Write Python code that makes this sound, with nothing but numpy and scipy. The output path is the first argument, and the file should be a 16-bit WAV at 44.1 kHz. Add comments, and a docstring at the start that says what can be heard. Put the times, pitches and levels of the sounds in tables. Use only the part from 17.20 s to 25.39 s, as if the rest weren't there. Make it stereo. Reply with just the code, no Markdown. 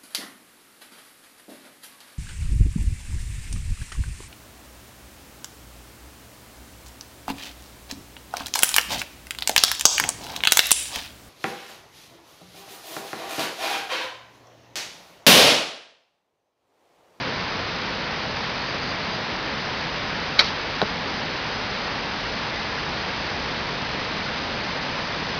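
"""Forest clearing: one compound bow shot, heard through a small mono camera with steady hiss.
String, cams and limbs snap to rest; trunks and ground scatter the snap; the arrow's vanes hiss away.
About 0.4 s later the point cracks into the target, whose body answers with a dull thump.
A far bird chirps faintly before the shot."""
import sys
import numpy as np
from scipy import signal
from scipy.fft import rfft, irfft, next_fast_len
from scipy.io import wavfile

SR = 44100
rng = np.random.default_rng(int(sys.argv[2]) if len(sys.argv) > 2 else 0)


def store_wav(level_fs):
    """Save 16-bit WAV to argv[1]."""
    pcm = np.round(np.clip(np.atleast_2d(level_fs), -1, 1) * 32767)
    wavfile.write(sys.argv[1], SR, pcm.T.astype(np.int16))


N = 361179
TIME_S = np.arange(N) / SR

# string, limbs and cams hitting rest: start_s, peak_db, tilt_db_per_octave
BOW_SLAMS = [(3.1920, 8, 13), (3.1937, 8, -5), (3.1969, 8.5, 1)]
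# riser, limb and cam modes: pitch_hz, width_hz, level_db
BOW_RING = [(560, 130, -21), (1000, 100, -12), (1490, 140, -6), (2200, 260, -1.5), (2310, 50, -1),
            (3220, 230, -3.5), (3280, 99, -4), (3950, 130, 6), (4320, 100, -1), (4530, 44, -1),
            (4460, 72, -15), (5320, 115, -11)]
# snap scattered by trunks and ground: freq_hz, density_db
SCATTER_SPECTRUM = [(70, -17), (250, -10), (450, -9.5), (1200, -1.5), (1700, -5.5), (2300, -1.5),
                    (2850, -14), (3900, -1.5), (5000, -6), (6000, 5.5)]
# air over the vanes: freq_hz, density_db
VANE_SPECTRUM = [(800, -32), (1700, -8), (2800, 1), (4000, 2), (5000, 4), (6000, 6)]
# target face and shaft modes: pitch_hz, width_hz, level_db
FACE_RING = [(750, 340, 1), (1380, 210, -7), (2430, 350, -12), (3250, 400, -11), (3840, 280, -5),
             (4550, 200, -21)]
# target body modes: pitch_hz, width_hz, level_db
BODY_RING = [(197, 51, 2), (430, 280, -5), (630, 100, 0), (830, 49, -11), (1060, 150, -3)]
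# bird glides: start_s, start_hz, end_hz
BIRD_CHIRPS = [(1.375, 4730, 4200), (1.458, 4350, 4980), (1.607, 5220, 3880), (1.682, 5030, 4300),
               (1.815, 4220, 4850), (1.895, 4600, 4950)]
# microphone and forest hiss: freq_hz, density_db
HISS_SPECTRUM = [(18, -24.5), (35, -4), (65, -3), (100, -2.5), (145, 0), (240, -.5), (355, -5), (500, -2),
                 (680, -4), (940, -2), (1200, -4), (1850, -4), (3400, -9), (6000, -9)]

RELEASE_S, HIT_S = BOW_SLAMS[0][0], 3.6168


def bow():
    """String whips forward, slams, rattles on its stop; limbs knock; ground and trees scatter the snap."""
    rattle = bounces(RELEASE_S + .0088, count=3, gap_s=.0038, peak_db=-11, loss_db=1, tilt_db_oct=1.5)
    snap = strike(list(BOW_SLAMS) + rattle, BOW_RING, contact_hz=8900)
    limbs = band_noise(centre_hz=800, width_hz=500)
    knock = from_db(-21) * swell(RELEASE_S, rise_s=.0018, t60_s=.07) * limbs
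    whip_growth_s = .0031
    whip = from_db(-15) * np.exp(-np.abs(TIME_S - RELEASE_S) / whip_growth_s)
    near_scatter = from_db(-9) * swell(RELEASE_S + .007, rise_s=.004, t60_s=.1)
    far_scatter = from_db(-38) * swell(RELEASE_S, rise_s=.02, t60_s=.39)
    return snap + knock + (whip + near_scatter + far_scatter) * noise(SCATTER_SPECTRUM)


def target():
    """Point cracks the face, shaft chatters, body rocks once; a trunk echoes, trees scatter the hit."""
    chatter = bounces(HIT_S, count=2, gap_s=.0027, peak_db=1, loss_db=16,
                      tilt_db_oct=.8, dulling_db_oct=7)
    rocking = bounces(HIT_S + .00833, count=2, gap_s=.00203, peak_db=-8, loss_db=0,
                      tilt_db_oct=-1, dulling_db_oct=4)
    crack = strike(chatter, FACE_RING, contact_hz=5200)
    body = -strike(rocking, BODY_RING, contact_hz=720)   # pushed away: pressure falls first
    low_cut_hz, echo_s = 130, .0094   # target too small to radiate deep bass
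    thump = signal.sosfilt(signal.butter(2, low_cut_hz, "high", fs=SR, output="sos"), body)
    echo = from_db(-11) * np.interp(TIME_S - echo_s, TIME_S, thump)
    scatter = from_db(-33) * swell(HIT_S, rise_s=.0065, t60_s=.14)
    return crack + thump + echo + scatter * band_noise(centre_hz=750, width_hz=500)


def arrow():
    """Air rushes over the vanes: builds, holds, fades with distance."""
    delay_s, attack_s, hold_s, t60_s, level_db = .036, .014, .043, .13, -27.5
    age_s = TIME_S - RELEASE_S - delay_s
    attack = np.clip(age_s / attack_s, 0, 1)
    fading_s = np.maximum(age_s - attack_s - hold_s, 0)
    return attack * from_db(level_db - 60 * fading_s / t60_s) * noise(VANE_SPECTRUM)


def bird():
    """Short pure-tone glides, blurred by many paths through the trees."""
    chirp_s, blur_decay_s = .05, .036
    song = np.zeros(N)
    for start_s, start_hz, end_hz in BIRD_CHIRPS:
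        progress = np.clip((TIME_S - start_s) / chirp_s, 0, 1)
        pitch_hz = start_hz + (end_hz - start_hz) * progress
        song += np.sin(np.pi * progress) * np.sin(2 * np.pi * np.cumsum(pitch_hz) / SR)
    delay_s = TIME_S[:SR // 4]
    paths = rng.standard_normal(len(delay_s)) * np.exp(-delay_s / blur_decay_s)
    blurred = signal.fftconvolve(song, paths / np.linalg.norm(paths))[:N]
    return from_db(-38) * song + from_db(-34.5) * blurred


def background():
    """Steady microphone and forest hiss; faint whine of the camera's electronics."""
    hiss_rms_db, whine_rms_db, whine_hz = -27.5, -51, 5012
    whine = from_db(whine_rms_db) * np.sqrt(2) * np.sin(2 * np.pi * whine_hz * TIME_S)
    return from_db(hiss_rms_db) * noise(HISS_SPECTRUM) + whine


def bounces(start_s, count, gap_s, peak_db, loss_db, tilt_db_oct, dulling_db_oct=0):
    """Evenly spaced contacts. Rows: start_s, peak_db, tilt_db_per_octave."""
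    return [(start_s + k * gap_s, peak_db - k * loss_db, tilt_db_oct - k * dulling_db_oct)
            for k in range(count)]


def strike(blows, modes, contact_hz):
    """Each blow rings all modes, tilted and slightly randomised; a soft contact dulls the ring."""
    contact = signal.butter(2, contact_hz, fs=SR, output="sos")
    push = signal.sosfilt(contact, signal.unit_impulse(SR // 4))
    rings = np.array([from_db(db) * resonance(push, hz, width_hz) for hz, width_hz, db in modes])
    octaves = np.log2(np.array(modes)[:, 0])
    out = np.zeros(N)
    for start_s, peak_db, tilt_db_oct in blows:
        jitter_db = .5 * rng.standard_normal(len(modes))
        ring = from_db(tilt_db_oct * octaves + jitter_db) @ rings
        ring *= from_db(peak_db) / np.abs(ring).max()
        out += np.interp(TIME_S - start_s, TIME_S[:len(ring)], ring, left=0, right=0)
    return out


def resonance(x, centre_hz, width_hz):
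    """Two-pole resonator, unit peak gain."""
    radius = np.exp(-np.pi * width_hz / SR)
    feedforward = np.array([1, 0, -1]) * (1 - radius ** 2) / 2
    feedback = [1, -2 * radius * np.cos(2 * np.pi * centre_hz / SR), radius ** 2]
    return signal.lfilter(feedforward, feedback, x + 1e-18)


def band_noise(centre_hz, width_hz):
    """Unit-rms noise through one resonance."""
    band = resonance(rng.standard_normal(N), centre_hz, width_hz)
    return band / np.std(band)


def noise(spectrum):
    """Unit-rms shaped noise, cut off at the spectrum's last point."""
    freq_hz, density_db = np.transpose(spectrum)
    size = next_fast_len(N)
    bins_hz = np.maximum(np.arange(size // 2 + 1) * SR / size, 1)
    gain = from_db(np.interp(np.log(bins_hz), np.log(freq_hz), density_db)) * (bins_hz < freq_hz[-1])
    shaped = irfft(rfft(rng.standard_normal(size)) * gain, size)[:N]
    return shaped / np.std(shaped)


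def swell(start_s, rise_s, t60_s):
    """Envelope: smooth rise, exponential decay."""
    age_s = np.maximum(TIME_S - start_s, 0)
    return (1 - np.exp(-(age_s / rise_s) ** 2)) * from_db(-60 * age_s / t60_s)


def from_db(db):
    """Decibels to gain."""
    return 10 ** (np.asarray(db) / 20)


def soft_clip(x, ceiling, hardness):
    """Rounds peaks off below the ceiling."""
    return x / (1 + (x / ceiling) ** hardness) ** (1 / hardness)


def steep_lowpass(x, cutoff_hz):
    """Eighth-order elliptic low-pass."""
    return signal.sosfilt(signal.ellip(8, .05, 60, cutoff_hz, fs=SR, output="sos"), x)


def scene():
    """One microphone feeds both channels."""
    return np.tile(bow() + arrow() + target() + bird() + background(), (2, 1))


def record(dry):
    """Camera: snap overloads the input; quarter-rate sampling mirrors treble faintly above 5.5 kHz."""
    overloaded = soft_clip(dry, ceiling=.86, hardness=6)
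    anti_alias = signal.firwin(129, 5480, fs=SR)
    anti_image = signal.firwin(65, 5490, window=("kaiser", 9), fs=SR)
    quarter_rate = signal.resample_poly(overloaded, 1, 4, axis=1, window=anti_alias)
    full_rate = signal.resample_poly(quarter_rate, 4, 1, axis=1, window=anti_image)[:, :N]
    narrow = steep_lowpass(full_rate, cutoff_hz=6971)
    limited = soft_clip(narrow, ceiling=1.06, hardness=14)
    return steep_lowpass(limited, cutoff_hz=15800)


dry = scene()
out = record(dry)
store_wav(out)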